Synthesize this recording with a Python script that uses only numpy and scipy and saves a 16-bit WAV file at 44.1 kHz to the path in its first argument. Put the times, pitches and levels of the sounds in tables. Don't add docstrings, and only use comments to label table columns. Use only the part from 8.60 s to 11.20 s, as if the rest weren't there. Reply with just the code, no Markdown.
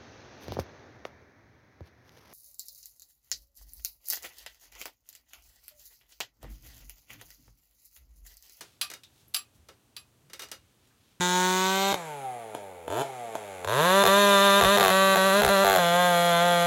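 import sys
import numpy as np
from scipy import signal
from scipy.fft import rfft, irfft
from scipy.io import wavfile

SR = 44100
rng = np.random.default_rng(int(sys.argv[2]) if len(sys.argv) > 2 else 0)


def dump_mix(stems):
    frames = np.atleast_2d(stems).T
    limited = np.clip(frames, -1, 1)
    pcm = np.round(limited * 32767).astype(np.int16)
    wavfile.write(sys.argv[1], SR, pcm)


N = 114660
T = np.arange(N) / SR
AFTER = T[:SR // 2]


def undb(db):
    return 10 ** (np.asarray(db) / 20)


def unit(x):
    return x / np.sqrt(np.mean(x ** 2))


def freqs(size):
    return np.maximum(np.fft.rfftfreq(size, 1 / SR), 1)


def along(points, hz):
    point_hz, value = np.array(points).T
    return np.interp(np.log(hz), np.log(point_hz), value)


def noise(db, size):
    phases = np.exp(2j * np.pi * rng.random(size // 2 + 1))
    return unit(irfft(undb(db) * phases, size))


def white():
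    return noise(np.zeros(len(AFTER) // 2 + 1), len(AFTER))


def colour(x, db):
    size = len(x)
    cepstrum = irfft(np.log(unit(undb(db))), size)
    cepstrum[1:size // 2] *= 2
    cepstrum[size // 2 + 1:] = 0
    return irfft(rfft(x) * np.exp(rfft(cepstrum)), size)


def swell(middle_s, half_s, db):
    return undb(db) * np.exp(-((T - middle_s) / half_s) ** 2)


def add(out, start_s, x):
    i = max(int(start_s * SR), 0)
    out[i:i + len(x)] += x[:N - i]


# [dB per Hz, relative]
AIR_COLOUR = [(15, -47), (25, -2), (102, 1.5), (170, -5.5), (249, -4.5), (416, -9), (560, -12.5),
              (714, -13.5), (1370, -17), (2050, -20.5), (3160, -18.5), (5430, -23.5), (5880, -21),
              (13200, -24.5), (16000, -28.5)]
AIR_DB, HUM_DB, HUM_HZ = -66, -77, 120


def room():
    air = undb(AIR_DB) * noise(along(AIR_COLOUR, freqs(N)), N)
    hum = undb(HUM_DB) * unit(np.sin(2 * np.pi * HUM_HZ * T))
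    return air + hum


# middle_s [s], half_length_s [s], level_db [dB], centre_hz [Hz]
BUMPS = [(0.963, 0.013, -59, 122), (1.027, 0.065, -61.5, 71.5), (1.666, 0.048, -61.5, 138),
         (1.973, 0.089, -64.5, 73.4)]


def bumps():
    out = np.zeros(N)
    for middle_s, half_s, db, centre_hz in BUMPS:
        octaves = np.log2(freqs(N) / centre_hz)
        low_noise = noise(-20 * np.log10(1 + (octaves / 0.28) ** 2), N)
        out += swell(middle_s, half_s, db) * low_noise
    return out


# middle_s [s], half_length_s [s], level_db [dB], brightness_db [dB per octave]
STROKES = [(0.06, 0.12, -64.5, -1), (0.591, 0.087, -67, 1), (0.962, 0.022, -68, 3.5),
           (1.22, 0.056, -88, -3), (2.09, 0.13, -75.5, -4.5), (2.257, .05, -72.5, -2),
           (2.483, 0.13, -71, -3)]
# [dB per Hz, relative]
HAIR_COLOUR = [(300, -65), (1200, -8), (3500, 3), (7000, -2.5), (12000, -7), (16000, -9)]
STRANDS_PER_S, STRAND_DB = 1200, -1


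def hair():
    hz, out = freqs(N), np.zeros(N)
    snags = (rng.random(N) < STRANDS_PER_S / SR) * rng.standard_normal(N)
    slide = rng.standard_normal(N)
    rub = rfft(slide + undb(STRAND_DB) * unit(snags))
    for middle_s, half_s, db, tilt in STROKES:
        rustle_db = along(HAIR_COLOUR, hz) + tilt * np.log2(hz)
        rustle = unit(irfft(rub * undb(rustle_db), N))
        out += swell(middle_s, half_s, db) * rustle
    return out


# freq_hz [Hz], t60_s [s to fall 60 dB]
ROOM_T60 = [(300, 0.14), (800, 0.19), (2000, 0.17), (5500, .16), (14000, 0.13)]
CRACK_S = 0.0037
LATE_DB, LATE_T60_S = -38, 0.49
BUILD_CYCLES = 1.63
SPIKE_DB = 5
SAME_PATH = 0.58


def crack(db, room_db, path):
    hz = freqs(len(AFTER))
    reflections = np.sqrt(SAME_PATH) * path + np.sqrt(1 - SAME_PATH) * white()
    spectrum, out = rfft(reflections), np.zeros(len(AFTER))
    hard = np.exp(-AFTER / CRACK_S)
    late = undb(room_db + LATE_DB - 60 * AFTER / LATE_T60_S)
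    centres = 250 * 2. ** np.arange(7)
    for centre, share in zip(centres, np.eye(len(centres))):
        band = irfft(spectrum * np.interp(np.log(hz), np.log(centres), share), len(AFTER))
        tail = undb(room_db - 60 * AFTER / along(ROOM_T60, centre))
        build = 1 - np.exp(-AFTER * centre / BUILD_CYCLES)
        out += band * build * np.sqrt(hard ** 2 + tail ** 2 + late ** 2)
    spike = undb(SPIKE_DB) * (AFTER == 0)
    return colour(out + spike, db)


WAVER_HZ, WAVER_DEPTH, WAVER_RISE_S = 64.6, 1, 0.0023
RING_BUILD_CYCLES = 10.9


def ring(modes, tilt):
    out = np.zeros(len(AFTER))
    reflected = WAVER_DEPTH * (1 - np.exp(-AFTER / WAVER_RISE_S))
    for hz, db, t60 in modes:
        steps = np.exp(2j * np.pi * rng.random(size=64))
        waver = np.interp(AFTER * 2 * WAVER_HZ, np.arange(len(steps)), steps)
        direct = steps[-1]
        tone = np.imag((direct + reflected * waver) * np.exp(2j * np.pi * hz * AFTER))
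        build = 1 - np.exp(-AFTER * hz / RING_BUILD_CYCLES)
        fade = undb(db + tilt * np.log2(hz / 4000) - 60 * AFTER / t60)
        out += tone * build * fade
    return out


# [dB, broad skirt]
TICKS = [(0.4345, -43.5, 3660, 0.15, -8), (0.681, -56, 11700, 0.24, -28), (2.274, -67, 8000, 1, -13),
         (2.306, -61, 1300, 1, -9)]
TICK_ROOM_DB = -6.5


def nails():
    out, hz = np.zeros(N), freqs(len(AFTER))
    for start_s, db, centre_hz, width_oct, skirt_db in TICKS:
        octaves = np.log2(hz / centre_hz)
        peak = np.exp(-2 * (octaves / width_oct) ** 2)
        skirt = undb(skirt_db) / (1 + octaves ** 2)
        tick = crack(20 * np.log10(peak + skirt), TICK_ROOM_DB, white())
        add(out, start_s, undb(db) * tick)
    return out


# start_s [s], level_db [dB], brightness_db [dB per octave], room_db [dB], ring_db [dB]
CLICKS = [(.0084, -39, -0.5, -1.5, -53), (.3008, -34, .3, -11.5, -43), (.3148, -36, -1.5, -10, -47),
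          (.3369, -34, .2, -11, -41.5), (1.0865, -43.5, -2.5, -5, -49), (1.6985, -48.5, -2.5, -6.5, -53),
          (1.7329, -37.5, 0, -5.5, -38.5), (1.7938, -36, 0, -3.5, -36), (1.8197, -37, 0.5, -6.5, -32.5),
          (1.8322, -38, -1, -7, -52), (1.886, -46, -1.5, -9, -61), (1.9152, -32, 0, -7, -33)]
# [dB per Hz, relative]
CLICK_COLOUR = [(100, -14.5), (220, -2.5), (400, 3), (750, -3.5), (1300, 0), (2000, -0.5), (3000, -1.5),
                (4200, -0.5), (6000, -1.5), (9000, -6), (12500, -6.5), (16000, -14.5)]
STAND_HZ = [410, 538, 1330, 1970, 2190, 2850, 3740, 4290, 4860, 6010]
# [dB, relative]
STAND_DB = [-19.5, -14, -13, -15, -13, -15.5, -10, -26, -16, -17]
STAND_T60_S = [0.12, 0.12, 0.14, 0.11, 0.083, 0.18, .13, 0.097, 0.17, 0.17]
RING_DULLING = 2


def stand():
    out, hz, path = np.zeros(N), freqs(len(AFTER)), white()
    for start_s, db, tilt, room_db, ring_db in CLICKS:
        click_db = along(CLICK_COLOUR, hz) + tilt * np.log2(hz)
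        click = undb(db) * crack(click_db, room_db, path)
        modes = zip(STAND_HZ, STAND_DB, STAND_T60_S)
        add(out, start_s, click + undb(ring_db) * ring(modes, RING_DULLING * tilt))
    return out


# start_s [s], level_db [dB], brightness_db [dB per octave], room_db [dB],
# ring_db [dB], ring_brightness_db [dB per octave]
CLINKS = [(0.2125, -22, -1, -6.5, -33.5, -0.5), (0.2137, -27, -1, -12, -47.5, -2),
          (0.7394, -37, 5.5, -12, -46, -5), (0.7444, -20, 1, -10.5, -39, -1.5),
          (0.747, -21.5, -1, -12.5, -39.5, 4.5), (0.7628, -26.5, -1.5, -12.5, -38.5, 3.5),
          (1.3654, -34.5, -1.5, -10, -47, 1)]
# [dB per Hz, relative]
CLINK_COLOUR = [(200, -22.5), (520, -20.5), (710, -7), (900, -14.5), (1170, -2), (1480, -5), (1850, -4),
                (2200, -4), (2800, 4), (3600, 1.5), (4700, 5), (5600, -0.5), (6800, -6.5), (9000, -2.5),
                (12500, -2.5), (16000, -15)]
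BANGLE_HZ = [1185, 1621, 2520, 3122, 3440, 3740, 3969, 4168, 4719, 5217, 5913, 7612, 11117, 15301]
# [dB, relative]
BANGLE_DB = [-7, -13.5, -7, -25, -14, -11.5, -1, 2, 1.5, -9, -15, -5.5, 3, -6]
BANGLE_T60_S = [0.19, 0.137, .21, .15, 0.16, 0.1465, .12, 0.049, 0.12, 0.079, .11, 0.14, 0.12, 0.12]


def bangles():
    out, hz, path = np.zeros(N), freqs(len(AFTER)), white()
    for start_s, db, tilt, room_db, ring_db, ring_tilt in CLINKS:
        knock_db = along(CLINK_COLOUR, hz) + tilt * np.log2(hz)
        knock = undb(db) * crack(knock_db, room_db, path)
        modes = zip(BANGLE_HZ, BANGLE_DB, BANGLE_T60_S)
        add(out, start_s, knock + undb(ring_db) * ring(modes, ring_tilt))
    return out


def scene():
    return (room() + bumps() + hair() + nails() + stand() + bangles())[None]


LOW_CUT_HZ, TOP_HZ = 54, 16000


def record(dry):
    low_cut = signal.butter(4, LOW_CUT_HZ, "high", fs=SR, output="sos")
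    top_cut = signal.ellip(8, .2, 70, TOP_HZ, fs=SR, output="sos")
    return signal.sosfilt(top_cut, signal.sosfilt(low_cut, dry))


dry = scene()
out = record(dry)
dump_mix(out)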